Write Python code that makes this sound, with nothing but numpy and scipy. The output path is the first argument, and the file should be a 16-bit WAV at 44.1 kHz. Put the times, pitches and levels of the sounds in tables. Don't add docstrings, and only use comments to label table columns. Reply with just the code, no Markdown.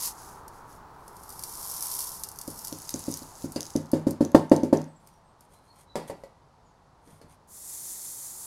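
import sys
import numpy as np
from scipy import signal
from scipy.io import wavfile
from scipy.ndimage import uniform_filter1d

SR = 44100
rng = np.random.default_rng(int(sys.argv[2]) if len(sys.argv) > 2 else 0)


def waveform_to_disk(signal):
    frames = np.transpose(np.atleast_2d(signal))
    scaled = np.clip(frames, -1, 1) * 32767
    samples = np.round(scaled).astype(np.int16)
    wavfile.write(sys.argv[1], SR, samples)


N = 373073
TIME = np.arange(N) / SR

# t/s, relative strength/dB, hardness as a low-pass corner f/Hz
KNOCKS = [(2.478, -23.5, 450), (2.7232, -24, 383), (2.9413, -18, 337), (3.08, -15, 360), (3.217, -31, 400),
          (3.441, -14.5, 246), (3.56, -17, 556), (3.7537, -7, 320), (3.932, -4.5, 430), (4.0672, -3.5, 310),
          (4.2066, -3, 393), (4.3463, 5, 910), (4.5149, 8, 645), (4.632, -1, 393), (4.7271, 4, 690),
          (7.129, -23, 80), (7.244, -30, 111), (7.303, -29, 80)]
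# f/Hz, level/dB
PAPER_COLOUR = [(500, -23), (2500, -24), (4000, -9), (6300, 3.5), (8000, -8.5), (11000, -7), (13000, -17),
                (16000, -28)]
# f/Hz, level/dB
SLIDING_COLOUR = [(1060, -44), (1800, -26.5), (2100, -28.5), (2320, -15.5), (2500, -31.5), (3110, -22),
                  (3400, -17), (4980, -6.5), (5610, -2), (7430, -5), (9410, 1), (13300, -3.5), (15800, -19)]
# f/Hz, level/dB
RIM_COLOUR = [(1060, -51), (1800, -14), (2660, -13.5), (2990, -13), (3460, -13.5), (4720, -3), (6080, -4.5),
              (6720, 0), (8140, -3), (9580, -2.5), (10800, -2), (13500, -11), (15800, -18)]


def pour(sand_db=3.5, mesh_db=-12, patter_db=-10):
    # f/Hz, level/dB
    mesh_colour = [(100, -30), (400, -23.5), (650, -9.5), (850, -5.5), (1000, 11), (1250, -8),
                   (1600, -11.5), (3000, -22)]
    on_mesh, at_rim = streams()
    sliding = unit(colour(grains(2000, 3.2, -10, 0.05), SLIDING_COLOUR))
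    running = unit(colour(grains(3000, 2.9, -12.5, 0.085), RIM_COLOUR))
    patter = unit(colour(grains(130, 2.4, -30, 0.02), PAPER_COLOUR))
    drum = unit(colour(rng.standard_normal(N), mesh_colour))

    sand = np.sqrt(on_mesh) * sliding
    sand += np.sqrt(at_rim) * (running + amp(patter_db) * patter)
    return amp(sand_db) * sand + amp(mesh_db) * np.sqrt(on_mesh + at_rim) * drum


def streams(flank=1.93):
    # peak t/s, rise/s, fall/s,
    # flow level/dB, share running against the rim while swirled, later over it/0-1
    slides = [(0.06, 0.069, 0.046, -35, 0.43), (.21, 0.065, 0.15, -54, 0.7), (.56, .04, .06, -64, 0.6),
              (.73, .06, 0.055, -62.5, 0.5), (1.93, .46, 0.26, -39, 0.07), (2.651, 0.3, 0.11, -50.5, 0),
              (3.1, 0.47, 0.19, -49.5, 0.88), (3.45, 0.14, 0.017, -53.5, 0.8), (3.62, 0.15, 0.18, -55, 1)]
    on_mesh, at_rim = np.zeros((2, N))
    for s, rise_s, fall_s, db, share in slides:
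        away = np.maximum((s - TIME) / rise_s, (TIME - s) / fall_s)
        gain = amp(db) * np.exp(-abs(away) ** flank)
        power = gain ** 2
        on_mesh += (1 - share) * power
        at_rim += share * power
    return on_mesh, at_rim


def ticks(rim_db=11.5, paper_db=6.5, ring_db=-23, wet_db=-13, size=8192):
    # t/s, relative level/dB
    rim_hits = [(.4805, -33), (1.080, -34), (1.393, -25), (1.4366, -18.5), (1.8248, -17), (1.9909, -16),
                (2.005, -18), (2.2358, -17), (2.288, -25), (2.388, -23), (2.4137, -23), (2.477, -25),
                (2.6484, -21), (2.6715, -22), (3.5205, -28), (3.916, -27), (4.1085, -25), (5.073, -35),
                (5.408, -37)]
    # t/s, relative level/dB
    paper_hits = [(2.7265, -20), (2.8924, -14), (2.941, -12.5), (3.1245, -19.5), (3.14, -16.5),
                  (3.607, -14.5), (3.63, -19), (3.763, -16), (4.25, -20), (4.318, -33), (4.497, -24.5),
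                  (4.564, -13), (4.6337, -21), (4.7725, -18), (4.817, -26.5), (4.842, -31)]
    # from t/s, to t/s, rate/(grains per s), level above the flow/dB
    rim_strays = [(1.15, 1.45, 24, 22.5), (1.448, 2.2, 19.5, 15), (2.2, 3.25, 16, 23)]
    # from t/s, to t/s, rate/(grains per s), level above the flow/dB
    paper_strays = [(2.702, 3.5, 18, 22.3), (3.6, 3.94, 45, 28)]
    out = np.zeros(N)
    on_mesh, at_rim = streams()

    for s, db in rim_hits + strays(on_mesh + at_rim, rim_strays):
        tick = colour(burst(0.011, -9, 0.06, size=size), SLIDING_COLOUR)
        tick += amp(ring_db) * frame(size=size)
        add(out, s, amp(db + rim_db) * tick / np.linalg.norm(tick))

    for s, db in paper_hits + strays(at_rim, paper_strays):
        tick = colour(burst(0.006, -25, 0.03), PAPER_COLOUR)
        add(out, s, amp(db + paper_db) * tick / np.linalg.norm(tick))
    return out + amp(wet_db) * yard(out)


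def strays(power, table, spread_db=4, count=48):
    rows = []
    for start, end, per_s, db in table:
        when, size = rng.random((count, 2)).T
        times = start + (np.arange(count) + 2 * when) / per_s
        flow_db = 10 * np.log10(np.interp(times, TIME, power) + 1e-12)
        level_db = flow_db + db + spread_db * (2 * size - 1)
        rows += [(s, level) for s, level in zip(times, level_db) if s < end]
    return rows


def knocks(table_db=-1, wet_db=-10, cut_hz=185, sway_db=-39, sway_growth=0.677):
    # f/Hz, level/dB, t60/s
    table_modes = [(157.1, -22, 0.42), (240, -22.5, 0.078), (260.3, -23.5, .21), (296.7, 9, 0.024),
                   (314, -31, .2), (347.5, -24.5, .22), (400, -14.5, 0.12), (456, -19, .14),
                   (544.5, 5.5, 0.025), (540, -27.5, 0.15), (616.6, -25.5, .18), (708, -22, 0.131),
                   (793.4, -22, .12), (904, -3.5, 0.027), (888, -27, 0.2), (1073.5, -25.5, 0.1187),
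                   (1296, -27.5, 0.09), (1575, -23, .08), (1804, -17, 0.046)]
    # f/Hz, level/dB, t60/s
    sway_modes = [(96.4, 8, 0.33), (154, 11.5, .2)]
    board_rise_s, clash_rise_s = 0.0025, 0.0015
    clash_db, clash_growth = -37.5, 0.75
    clash_db_per_octave, usual_hardness_hz = 5.5, 400

    out = np.zeros(N)
    board = build_up(-modes(table_modes), board_rise_s)
    ring = signal.sosfilt(signal.butter(3, cut_hz, "high", fs=SR, output="sos"), board)
    for s, db, corner_hz in KNOCKS:
        softness = signal.butter(2, corner_hz, fs=SR, output="sos")
        thump = amp(db + table_db) * signal.sosfilt(softness, ring)
        sway = amp(sway_db + sway_growth * db) * modes(sway_modes)
        add(out, s, thump + amp(wet_db) * yard(thump, delay=0.009) + sway)

        hardness_octaves = np.log2(corner_hz / usual_hardness_hz)
        metal_db = clash_db + clash_growth * db + clash_db_per_octave * hardness_octaves
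        add(out, s, amp(metal_db) * build_up(clash(), clash_rise_s))
    return out


def jolts(t60=0.26, rise_s=0.0045, patter_db=-6, size=20000):
    jolt_base_db, jolt_growth = -36, 0.56
    emptying_db_per_s = 6
    flow, t = np.zeros(N), TIME[:size]
    first_s = KNOCKS[0][0]
    for s, db, _ in KNOCKS:
        jolt_db = jolt_base_db + jolt_growth * db - emptying_db_per_s * (s - first_s)
        add(flow, s, build_up(amp(jolt_db - 60 * t / t60), rise_s))
    jumping = unit(colour(grains(2900, 2.3, -21.5, 0.064), RIM_COLOUR))
    patter = unit(colour(grains(130, 1.9, -28, 0.02), PAPER_COLOUR))
    return flow * (jumping + amp(patter_db) * patter)


def sift(sand_db=7.5, mesh_db=-17):
    # f/Hz, level/dB
    sift_colour = [(760, -51), (1300, -26), (2020, -19), (2760, -22.5), (4150, -12.5), (5850, -5.5),
                   (7520, 2), (8710, -1), (11400, 0), (14100, -8.5), (15800, -16)]
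    # f/Hz, level/dB
    drum_colour = [(100, -31), (350, 5.5), (500, -5), (900, -6), (2000, -8), (4000, -19)]
    start_s, rise_s, flow_db = 7.47, 0.22, -39.5
    drain_from_s, drain_db_per_s = 7.9, 8.5
    shake_hz, shake_db, shake_dip_s = 5.55, 0.9, 8.71

    running = 1 - np.exp(-np.maximum(TIME - start_s, 0) / rise_s)
    surge_db = -shake_db * np.cos(2 * np.pi * shake_hz * (TIME - shake_dip_s))
    drained_db = drain_db_per_s * np.maximum(TIME - drain_from_s, 0)
    flow = running * amp(flow_db + surge_db - drained_db)
    hiss = unit(colour(grains(16000, 2.16, -15, 0.088, count=10), sift_colour))
    drum = unit(colour(rng.standard_normal(N), drum_colour))
    return flow * (amp(sand_db) * hiss + amp(mesh_db) * drum)


def clunks(body_db=14, clash_db=-10, ring_db=-2, wet_db=-8, size=16000):
    # t/s, relative levels of clunk/dB, metal clash/dB, ring of the pair/dB
    contacts = [(5.9556, -28.5, -20, -22.5), (6.0982, -36.5, -31.5, -26), (6.2365, -54, -40, -33),
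                (7.074, -53, -46, -56), (7.2142, -51.5, -39.5, -52)]
    # f/Hz, level/dB
    nest_colour = [(40, -24), (100, -5), (170, 9), (230, 5), (310, 8), (400, 7.5), (560, 4), (720, 0.5),
                   (950, -0.5), (1400, -21), (2000, -15), (4000, -39)]
    # f/Hz, level/dB, t60/s
    pair_modes = [(556, 8.5, 0.037), (644, -12, 0.07), (1953, -13.5, 0.075)]
    out = np.zeros(N)
    for s, db, metal_db, pair_db in contacts:
        body = amp(db + body_db) * colour(burst(0.084, -6.0, 0.26, size=size), nest_colour)
        body += amp(pair_db + ring_db) * modes(pair_modes, size=size)
        metal = amp(metal_db + clash_db) * clash(size=size)
        add(out, s, body + amp(wet_db) * yard(body) + metal)
    return out


def ping(s=3.5605, ring_db=-33.5, clash_db=-40.5):
    out = np.zeros(N)
    add(out, s, amp(ring_db) * frame() + amp(clash_db) * clash())
    return out


def clash(ring_db=-7, wet_db=-8, size=16000):
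    # f/Hz, level/dB
    crash_colour = [(200, -25), (700, 10), (1900, 3), (2800, -4), (3700, -2), (4700, -0.5), (6500, -4),
                    (9000, -2), (12000, -6), (16000, -24.5)]
    steel = colour(burst(0.085, -10.5, 0.42, size=size), crash_colour)
    steel += amp(ring_db) * frame(size=size)
    return steel + amp(wet_db) * yard(steel)


def frame(size=16000):
    # f/Hz, level/dB, t60/s
    frame_modes = [(1702, -22.5, 0.298), (1990, -22, 0.13), (2800, -20.5, 0.2012), (2990, -23.5, 0.17),
                   (4430, -4, 0.08), (4630, -1.5, 0.049), (4923, -3, 0.081), (5050, -5, 0.079),
                   (6092, -4.5, 0.053), (7044, -7.5, .08), (8200, -23, 0.049), (9350, -13.5, 0.1),
                   (10800, -15.5, 0.084)]
    shape = (len(frame_modes), 1)
    mix = rng.uniform(0.6, 1.4, shape) * rng.choice([-1, 1], shape)
    return modes(frame_modes, mix, size=size)


def scrapes():
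    # middle t/s, length between the 1/e points/s, level/dB
    rubs = [(5.089, 0.18, -63.5), (5.431, 0.059, -61), (5.545, 0.083, -58), (5.678, .12, -65.5),
            (5.797, 0.087, -55), (6.085, 0.021, -50), (6.103, 0.037, -51), (6.204, 0.084, -67),
            (7.133, 0.15, -57), (7.319, 0.06, -57)]
    # f/Hz, level/dB
    steel_colour = [(300, -15), (2300, -1), (3200, -3.0), (5000, -3.0), (8700, 0), (12000, -1.0), (16000, -26)]
    pressure = sum(amp(db) * np.exp(-(2 * (TIME - s) / length) ** 2) for s, length, db in rubs)
    slips = grains(2500, 4.5, -13, 0.13, count=2)
    return pressure * unit(colour(slips, steel_colour))


def bird(waver=0.016, wet_db=1, song_db=-5):
    # t/s, length/s, start f/Hz, end f/Hz, relative level/dB
    notes = [(4.863, 0.062, 8370, 7930, -57), (4.94, 0.053, 8100, 7100, -55),
             (5.091, 0.088, 5970, 5500, -63.5), (5.2, .16, 8350, 8400, -68),
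             (5.532, 0.084, 4070, 4130, -60.5), (5.655, 0.087, 4250, 4310, -55.5),
             (5.862, 0.073, 4010, 3890, -54), (6.633, 0.078, 7360, 6200, -64)]
    out = np.zeros(N)
    for s, length, start_hz, end_hz, db in notes:
        n = int(length * SR)
        wobble = unit(uniform_filter1d(rng.standard_normal(N // 16), size=120))[:n]
        hz = np.linspace(start_hz, end_hz, n) * (1 + waver * wobble)
        whistle = np.sin(2 * np.pi * np.cumsum(hz) / SR)
        add(out, s, amp(db + song_db) * np.hanning(n) * whistle)
    return out + amp(wet_db) * yard(out)


def outdoors(air_db=-54):
    # f/Hz, level/dB
    air_colour = [(12, -34), (20, -5.5), (53, 1.5), (104, 0.5), (153, 1), (326, -9.5), (510, -7), (942, -3),
                  (1560, -17), (2570, -26), (3700, -25.5), (4500, -24), (11600, -36.5), (13700, -56.5),
                  (15800, -58.5)]
    # f/Hz, level/dB
    road_colour = [(60, -4.5), (200, -18), (400, -6), (600, -17), (880, 0.5), (1050, -4.5), (1350, -8),
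                   (1900, -22.5), (3000, -38.5)]
    # nearest at t/s, half the passing time/s, level/dB
    cars = [(.38, 0.33, -48), (1.75, 0.59, -51), (3.3, 0.67, -56.5), (8.5, 0.27, -53.5)]
    swell_hz = np.geomspace(0.5, 8, num=12)
    swell = unit(sum(np.sin(2 * np.pi * (f * TIME + rng.random())) / np.sqrt(f) for f in swell_hz))
    air = amp(air_db) * unit(colour(rng.standard_normal(N), air_colour, size=16384))

    power = sum(amp(db) ** 2 / (1 + ((TIME - s) / passing_s) ** 2) for s, passing_s, db in cars)
    road = np.sqrt(power) * unit(colour(rng.standard_normal(N), road_colour))
    return air + road * amp(0.5 * swell)


def yard(x, delay=0.0045, size=22050):
    # f/Hz, t60/s
    yard_decay = [(100, 0.5), (300, 0.19), (900, 0.35), (2500, 0.46), (6000, 0.22), (15000, 0.081)]
    hz, t, z = signal.stft(rng.standard_normal(size), SR, nperseg=256)
    decay = amp(-60 * t / read(yard_decay, hz)[:, None])
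    tail = signal.istft(z * decay, SR, nperseg=256)[1][:size]
    tail *= np.clip(TIME[:size] / delay - 0.5, 0, 1)
    return signal.fftconvolve(x, tail / np.linalg.norm(tail))[:len(x)]


def grains(per_s, spread_db, ring_db, ring_t60, count=5):
    size = amp(spread_db * np.minimum(rng.exponential(1, N), 5))
    hits = size * (rng.random(N) < per_s / SR)
    spot = rng.integers(0, count, N)
    shower = sum(signal.oaconvolve(hits * (spot == k), burst(0.005, ring_db, ring_t60))[:N]
                 for k in range(count))
    return unit(shower)


def burst(t60, ring_db, ring_t60, size=8192):
    t = TIME[:size]
    return rng.standard_normal(size) * (amp(-60 * t / t60) + amp(ring_db - 60 * t / ring_t60))


def modes(table, mix=1, size=26000):
    hz, db, t60 = np.transpose(table)[:, :, None]
    t = TIME[:size]
    return (mix * amp(db - 60 * t / t60) * np.sin(2 * np.pi * hz * t)).sum(0)


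def build_up(x, rise_s):
    return x * (1 - np.exp(-TIME[:len(x)] / rise_s))


def colour(x, points, size=4096):
    log_gain = np.log(amp(read(points, abs(np.fft.fftfreq(size, 1 / SR)))))
    taps = np.fft.ifft(np.exp(np.conj(signal.hilbert(log_gain)))).real
    return signal.oaconvolve(x, taps[:size // 2])[:len(x)]


def read(points, hz):
    f, value = np.transpose(points)
    return np.interp(np.log(hz + 1), np.log(f + 1), value)


def add(mix, s, sound):
    part = mix[max(round(s * SR), 0):][:len(sound)]
    part += sound[:len(part)]


def amp(db):
    return 10 ** (np.asarray(db) / 20)


def unit(x):
    return x / np.sqrt(np.mean(x ** 2) + 1e-20)


def scene():
    sand = pour() + ticks() + jolts() + sift()
    metal = knocks() + clunks() + ping() + scrapes()
    return (sand + metal + bird() + outdoors())[None]


def record(dry, depth_db=5.5, attack_s=0.05, edge_hz=15900):
    loudest = np.maximum.accumulate(abs(dry).max(0))
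    overload = np.clip((loudest - 0.8) / 0.2, 0, 1)
    r = np.exp(-1 / (attack_s * SR))
    reduction_db = depth_db * signal.lfilter([1 - r], [1, -r], overload)
    clipped = np.clip(dry * amp(-reduction_db), -1, 1)
    band_limit = signal.firwin(401, edge_hz, window=("kaiser", 8), fs=SR)
    return signal.oaconvolve(clipped, band_limit[None], "same")


dry = scene()
out = record(dry)
waveform_to_disk(out)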